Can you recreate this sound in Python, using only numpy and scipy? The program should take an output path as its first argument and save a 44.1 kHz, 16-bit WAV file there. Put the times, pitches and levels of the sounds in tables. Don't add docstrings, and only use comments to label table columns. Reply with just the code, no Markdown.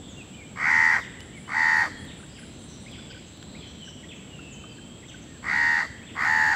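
import sys
import numpy as np
from scipy import signal
from scipy.fft import rfft, irfft
from scipy.io import wavfile

SR = 44100
rng = np.random.default_rng(int(sys.argv[2]) if len(sys.argv) > 2 else 0)


def master(y):
    cut = np.clip(np.atleast_2d(y).T, -1, 1)
    pcm = np.round(cut * 32767)
    wavfile.write(sys.argv[1], SR, pcm.astype(np.int16))


N = 288855
FOREST_T60_S = 0.87
COLLAPSE_S = .125


def from_db(db):
    return 10 ** (np.asarray(db) / 20)


def rms_one(x):
    return x / np.sqrt(np.mean(x ** 2) + 1e-20)


def ramp(t, length):
    return np.clip(1 - t / length, 0, 1)


def response(points, hz):
    where, db = np.transpose(points)
    return from_db(np.interp(np.log(hz + 1e-9), np.log(where), db))


def colour(x, points):
    gain = response(points, np.fft.rfftfreq(len(x), 1 / SR))
    return rms_one(irfft(rfft(x) * gain, len(x)))


def band(x, low_hz, high_hz, order=2):
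    sos = signal.butter(order, [low_hz, min(high_hz, SR / 2 - 1)], "band", fs=SR, output="sos")
    return signal.sosfilt(sos, x)


def wander(rate, count):
    at = np.arange(count) * rate / SR
    steps = int(at[-1]) + 2
    return np.interp(at, np.arange(steps), rng.standard_normal(steps))


def even(x):
    window = np.hanning(SR // 22)
    power = signal.fftconvolve(x * x, window / window.sum(), "same")
    return x / np.sqrt(np.abs(power) + 1e-12)


def resonate(x, hz, width_hz):
    carrier = np.exp(2j * np.pi * np.cumsum(hz) / SR)
    decay = np.exp(-np.pi * width_hz / SR)
    return 2 * np.real(carrier * signal.lfilter([1 - decay], [1, -decay], x / carrier))


def add(out, start, sound):
    i = max(int(start * SR), 0)
    out[i:i + len(sound)] += sound[:N - i]


def trees(x, t60, delay):
    t = np.arange(SR) / SR
    build_up = 1 - np.exp(-(t / delay) ** 2)
    echoes = rng.standard_normal(SR) * from_db(-60 * t / t60) * build_up
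    return signal.fftconvolve(x, echoes / np.linalg.norm(echoes))[:N]


def shore(chorus_half_width_hz=280):
    # f/Hz, relative level/dB
    rumble_colour = [(15, -35), (25, -30.5), (34, -14.5), (72, -0.5), (118, -1.5), (165, -1), (233, -1.5),
                     (324, -5.5), (382, -10.5), (466, -11.5), (818, -19.5), (1300, -24), (1690, -50.5),
                     (2860, -120)]
    hush_colour = [(900, -29), (1400, 3.5), (2200, 1), (3300, 6.5), (4300, -2.5), (5500, -8), (7000, -4),
                   (8500, -16), (10000, -20.5), (15500, -30)]
    insect_colour = [(6900, -42), (7250, -9.5), (7500, -1), (7850, -3.5), (8050, -5.5), (8300, -36.5)]
    # t/s, length/s, f/Hz, level/dB at the top of the swell
    swells = [(1.349, 1.08, 4200, -57.5), (2.199, 1.1, 3950, -57.5), (3.0, 1.1, 3980, -55.5),
              (5.052, 1.1, 4200, -62)]
    rumble = from_db(-44 + wander(5.38, N)) * colour(rng.standard_normal(N), rumble_colour)
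    hush = from_db(-55 + .5 * wander(5, N)) * colour(rng.standard_normal(N), hush_colour)
    insects = from_db(-56 + .76 * wander(40, N)) * colour(rng.standard_normal(N), insect_colour)
    chorus = np.zeros(N)
    for start, length, hz, db in swells:
        swell = signal.windows.hann(int(length * SR))
        noise = rng.standard_normal(len(swell))
        buzz = rms_one(band(noise, hz - chorus_half_width_hz, hz + chorus_half_width_hz))
        add(chorus, start, from_db(db) * swell * buzz)
    return rumble + hush + insects + chorus


def far_rasps_and_echo(spread=0.052):
    # t/s, length/s, f/Hz, relative level/dB
    # the long one at 4.3 s, near 2.6 kHz, is the lingering forest echo of a sagging whistle
    noise_bands = [(0, 0.17, 3440, -51), (2.277, 0.15, 4920, -58.5), (2.515, .14, 6200, -64),
                   (2.67, 0.11, 5940, -54), (2.832, 0.24, 4900, -61), (3.099, 0.031, 4850, -49.5),
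                   (3.26, .04, 6500, -58), (3.508, 0.18, 4900, -65), (3.662, 0.081, 5970, -60),
                   (3.839, 0.08, 5800, -53), (4.14, 0.061, 6500, -61), (4.307, 0.61, 2630, -58),
                   (5.08, .03, 6100, -53), (5.21, 0.038, 6100, -56)]
    out = np.zeros(N)
    for start, length, hz, db in noise_bands:
        swell = signal.windows.tukey(int(length * SR), .5)
        hiss = band(rng.standard_normal(len(swell)), hz * (1 - spread), hz * (1 + spread))
        add(out, start, from_db(db - 3.5) * rms_one(swell * hiss))
    return out + from_db(-2.5) * trees(out, FOREST_T60_S, delay=0.023)


def twigs(t60=0.012):
    # t/s, peak level/dB, f/Hz
    snaps = [(1.205, -32, 3000), (2.051, -46, 9000), (2.917, -50, 8000), (3.373, -42, 5000),
             (3.427, -31.5, 1970)]
    out, t = np.zeros(N), np.arange(SR // 20) / SR
    for start, db, hz in snaps:
        snap = band(rng.standard_normal(len(t)) * from_db(-60 * t / t60), hz / 3, hz * 2)
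        add(out, start, from_db(db) * snap / np.abs(snap).max())
    return out


def whistle(length, start_hz, middle_hz, end_hz, waver):
    progress = np.linspace(0, 1, int(length * SR))
    arc = np.polyval(np.polyfit([0, .5, 1], [start_hz, middle_hz, end_hz], 2), progress)
    pitch = arc * (1 + waver * wander(202.5, len(arc)))
    swell = np.abs(np.sin(np.pi * progress)) ** .5
    flicker = from_db(1.57 * wander(120, len(arc)))
    return rms_one(np.sin(2 * np.pi * np.cumsum(pitch) / SR) * swell * flicker)


def small_birds(pip_hz=1480, pip_s=0.012):
    # t/s, length/s, middle f/Hz, relative level/dB
    slurs = [(1.0, 0.063, 3150, -47.5), (2.07, .052, 3074, -47), (2.35, .04, 2700, -49),
             (2.91, .052, 2894, -46.5), (3.075, .06, 2945, -48.5), (3.605, .035, 2814, -50.5),
             (4.085, 0.049, 2900, -44.5), (5.075, 0.05, 2970, -48), (6.065, 0.049, 2905, -46.5)]
    flicks = [(2.86, .029, 2340, -48.5), (3.545, 0.029, 2350, -49.5), (6.01, .038, 2400, -53)]
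    dips = [(4.025, .036, 1920, -53.5), (5.02, .037, 1940, -54.5)]
    arches = [(.16, 0.069, 2760, -47.5), (.33, .11, 2405, -49), (1.33, .065, 2284, -49.5),
              (5.26, 0.12, 1830, -59)]
    chirps = [(.324, 0.046, 3030, -57), (.45, 0.043, 3050, -59), (.575, .045, 3040, -58),
              (1.19, .045, 3004, -55), (1.32, 0.037, 2970, -59), (1.44, .052, 2980, -57)]
    long_notes = [(1.84, .23, 3280, -55.5), (2.897, 0.14, 3430, -53), (3.88, 0.23, 3270, -57),
                  (4.45, 0.36, 3080, -56), (4.76, .26, 3220, -58), (5.83, .22, 3210, -60)]
    sagging_notes = [(3.585, 0.069, 3240, -48), (3.78, 0.089, 3024, -47), (4.27, .21, 2740, -51.5)]
    thin_falls = [(.08, .059, 6730, -56), (4.5, 0.055, 6900, -53), (4.67, 0.13, 4570, -64)]
    twitters = [(1.18, 0.066, 9360, -62), (1.36, 0.061, 9170, -60), (1.75, 0.062, 9140, -59),
                (1.97, .087, 9110, -60), (2.16, 0.075, 9120, -59.5), (2.36, .088, 9440, -60),
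                (2.58, 0.1, 9070, -60), (2.8, 0.057, 8800, -58.5)]
    # t/s, relative level/dB
    pips = [(2.203, -53), (2.2329, -53.5), (2.391, -57), (2.4334, -56), (2.9877, -53), (3.109, -55),
            (3.1497, -55), (3.1712, -55), (3.879, -54), (4.3954, -51), (4.6428, -51.5), (4.788, -56),
            (5.1467, -53)]
    # notes, start and end pitch as multiples of the middle pitch, echo level/dB
    kinds = [(slurs, 1.27, .6, -.42), (flicks, .79, 1.11, -4), (dips, 1.4, 1.57, -8),
             (arches, .98, .84, -7), (chirps, .925, 1.03, -11), (long_notes, .96, 1.012, -1),
             (sagging_notes, 1.1, .94, 1), (thin_falls, 1.1, .86, -3), (twitters, .93, .89, -2.5)]
    direct, far = np.zeros(N), np.zeros(N)
    for notes, first, last, echo_db in kinds:
        waver = .007 + .04 * (first - last) ** 2
        for start, length, hz, db in notes:
            note = from_db(db) * whistle(length, first * hz, hz, last * hz, waver)
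            add(direct, start, note / (1 + from_db(2 * echo_db)))
            add(far, start, from_db(echo_db) * note)
    for middle, db in pips:
        pip = whistle(pip_s, pip_hz, pip_hz, pip_hz, waver=0.078)
        add(direct, middle - pip_s / 2, from_db(db + 1.5) * pip)
    near_leaves = from_db(-4.5) * trees(direct, t60=0.041, delay=0.00087)
    return from_db(0.5) * direct + near_leaves + trees(far, FOREST_T60_S, delay=0.0079)


def loudness(t, length, attack, release):
    rise_db = -19 * ramp(t, attack) ** 1.53
    arch_db = -6.5 * ((t / length - .56) / .56) ** 2
    fade_db = -16.5 * ramp(length - t, release) ** 1.3
    return rise_db + arch_db + fade_db


def breath(t, length, climb, top_rate, top_hz, throat_hz, slack_rate=69, slack_hz=519.3):
    onset, ending = ramp(t, climb), ramp(length - t, COLLAPSE_S)
    slack = onset + ending ** 2.4
    droop = 1 - .04 * ramp(length - t, length - climb) ** 2
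    rate = droop * (top_rate + (slack_rate - top_rate) * slack)
    tone = droop * (top_hz + (slack_hz - top_hz) * slack)
    throat = throat_hz + 113 * slack - 380 * t
    rough = np.clip(.17 + .15 * onset + .75 * ending, 0, 1)
    return rate, tone, throat, rough


def throat_pull(pitch, throat_hz, strength=0.69, reach_hz=257):
    gap_hz = throat_hz - 2 * pitch
    return pitch + strength * gap_hz / 2 * np.exp(-(gap_hz / reach_hz) ** 2)


def voice_box(t, length, rate, tone_hz, throat_hz, rough, jitter=.04, quaver=.11):
    # share of the pulse gone by, pitch as a multiple of the tone, base level/dB
    pulse = [(0, 1.05, -17.5), (.13, 1.1, -7.5), (.3, 1.13, -8.5), (.48, 0.9, -4), (.68, 1.02, -9),
             (.86, 0.84, -3), (1, 0.73, -5)]
    harmonic_db = [7.5, 0, -1, -8, -7.5, -11, -12.5, -10]
    shares, swoop, levels = np.transpose(pulse)
    cycles = np.cumsum(rate * (1 + jitter * rough * wander(80, len(t)))) / SR
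    share = cycles % 1
    pitch = throat_pull(tone_hz * np.interp(share, shares, swoop), throat_hz)
    pitch *= 1 + quaver * rough * wander(500, len(t))
    turns = np.cumsum(pitch) / SR
    turns = turns - turns[np.searchsorted(cycles, np.floor(cycles))]
    shut_db = -19.5 * ramp(t, .22) * np.maximum(share - .54, 0)
    pulse_db = np.interp(share, shares, levels) * (1.27 - .72 * rough * t / length)
    flicker_db = -rough * wander(160, len(t))
    opening = from_db(shut_db + pulse_db + flicker_db)
    harmonics = [from_db(db) * opening * np.sin(2 * np.pi * k * turns)
                 for k, db in enumerate(harmonic_db, 1)]
    return pitch, opening, harmonics


def throat(harmonics, pitch, air, throat_hz, rough):
    # frequency as a multiple of the throat resonance, level/dB
    curve = [(.25, -6.5), (.35, -34.5), (.44, -6.5), (.52, -2), (.64, -6), (.8, 0), (0.9, -9), (0.999, 9.5),
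             (1.072, -2), (1.201, -14.5), (1.4, -36), (1.7, -45.5)]
    tone = sum(wave * response(curve, k * pitch / throat_hz) for k, wave in enumerate(harmonics, 1))
    hiss = colour(air, np.array(curve) * [np.median(throat_hz), 1])
    return rms_one(tone) + from_db(-12) * np.sqrt(rough) * hiss


def beak_rasp(harmonics, air, rasp_colour, beak_hz=4610):
    edge = rms_one(sum(harmonics[2:])) + air
    edge = edge + from_db(-3) * resonate(edge, np.full(len(edge), beak_hz), width_hz=180)
    return even(band(colour(edge, rasp_colour), 3130, 16000, order=3))


def caw(row, rasp_colour, rasp_lag_s=0.018):
    _, length, attack, climb, release, top_rate, top_hz, resonance_hz, main_db, low_db, rasp_db = row
    t = np.arange(0, length, 1 / SR)
    rate, tone_hz, throat_hz, rough = breath(t, length, climb, top_rate, top_hz, resonance_hz)
    pitch, opening, harmonics = voice_box(t, length, rate, tone_hz, throat_hz, rough)
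    air = rms_one(opening * rng.standard_normal(len(t)))
    voice = throat(harmonics, pitch, air, throat_hz, rough)
    ring = from_db(-2.5) * resonate(voice, throat_hz, width_hz=240)
    main = even(band(voice + ring, 1338, 2283, order=3))
    low = even(band(voice, 750, 1417, order=3))
    low += from_db(-4) * ramp(length - t, COLLAPSE_S) ** 2 * even(harmonics[0])
    rasp = beak_rasp(harmonics, air, rasp_colour)
    shape_db = loudness(t, length, attack, release)
    late_db = loudness(t - rasp_lag_s, length - rasp_lag_s, attack, release)
    fade = np.clip(np.minimum(t, t[-1] - t) / .016, 0, 1)
    return fade * (from_db(main_db + shape_db) * main
                   + from_db(low_db + .55 * shape_db) * low
                   + from_db(rasp_db + .63 * late_db) * rasp)


def crow():
    # t/s, length/s, attack/s, pitch climb/s, release/s, pulse rate/Hz, tone f/Hz,
    # throat resonance f/Hz, main level/dB, low level/dB, rasp level/dB
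    caws = [(.553, .462, 0.11, .17, 0.057, 81.3, 892, 2048, -19, -29.5, -42.5),
            (1.472, 0.42, .11, .1, 0.07, 80.5, 888, 1981, -20.5, -28.5, -41.5),
            (5.422, .447, 0.078, .16, 0.065, 78.2, 902, 1988, -22, -32.5, -42),
            (6.146, .475, .068, 0.17, 0.054, 79.6, 874, 1910, -20.5, -28, -41.5)]
    # f/Hz, relative level/dB
    rasp_colours = [
        [(1590, -32), (2700, 0.5), (2780, -10), (3170, -2.5), (3750, -11), (4640, -6), (5410, -4), (5730, -4.5),
         (7630, -8.5), (8570, -19), (13800, -24.5), (15500, -38.5)],
        [(1590, -34), (2700, -2), (2780, -22), (3100, -0.5), (3340, -24), (3510, -7), (4070, -11.5), (4540, -3),
         (5100, -10), (6830, -9), (8510, -20.5), (15500, -31)],
        [(1590, -30), (2700, -4), (3220, -12.5), (3310, -10), (3540, -10), (4710, -6.5), (5250, -13.5),
         (6780, -11), (7850, -20), (8760, -24), (12800, -29.5), (15500, -35)],
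        [(1590, -36), (2700, -0.5), (3340, -11), (4570, -4.5), (5860, -11.5), (6880, -4), (8090, -17),
         (8640, -21), (9850, -20), (11200, -28), (13100, -20), (15500, -37)],
    ]
    out = np.zeros(N)
    for row, rasp_colour in zip(caws, rasp_colours):
        add(out, row[0], caw(row, rasp_colour))
    leaves = band(trees(out, t60=.4, delay=.013), 3600, 15000, order=3)
    forest = band(trees(out, t60=1.08, delay=.015), 1100, 7000, order=1)
    branches = trees(out, t60=.07, delay=.0018)
    return out + from_db(-12) * branches + from_db(-4.5) * leaves + from_db(-17) * forest


def scene():
    return (crow() + small_birds() + far_rasps_and_echo() + twigs() + shore())[None]


def record(dry, cutoff_hz=15700):
    return signal.sosfilt(signal.ellip(10, .1, 80, cutoff_hz, fs=SR, output="sos"), dry)


dry = scene()
out = record(dry)
master(out)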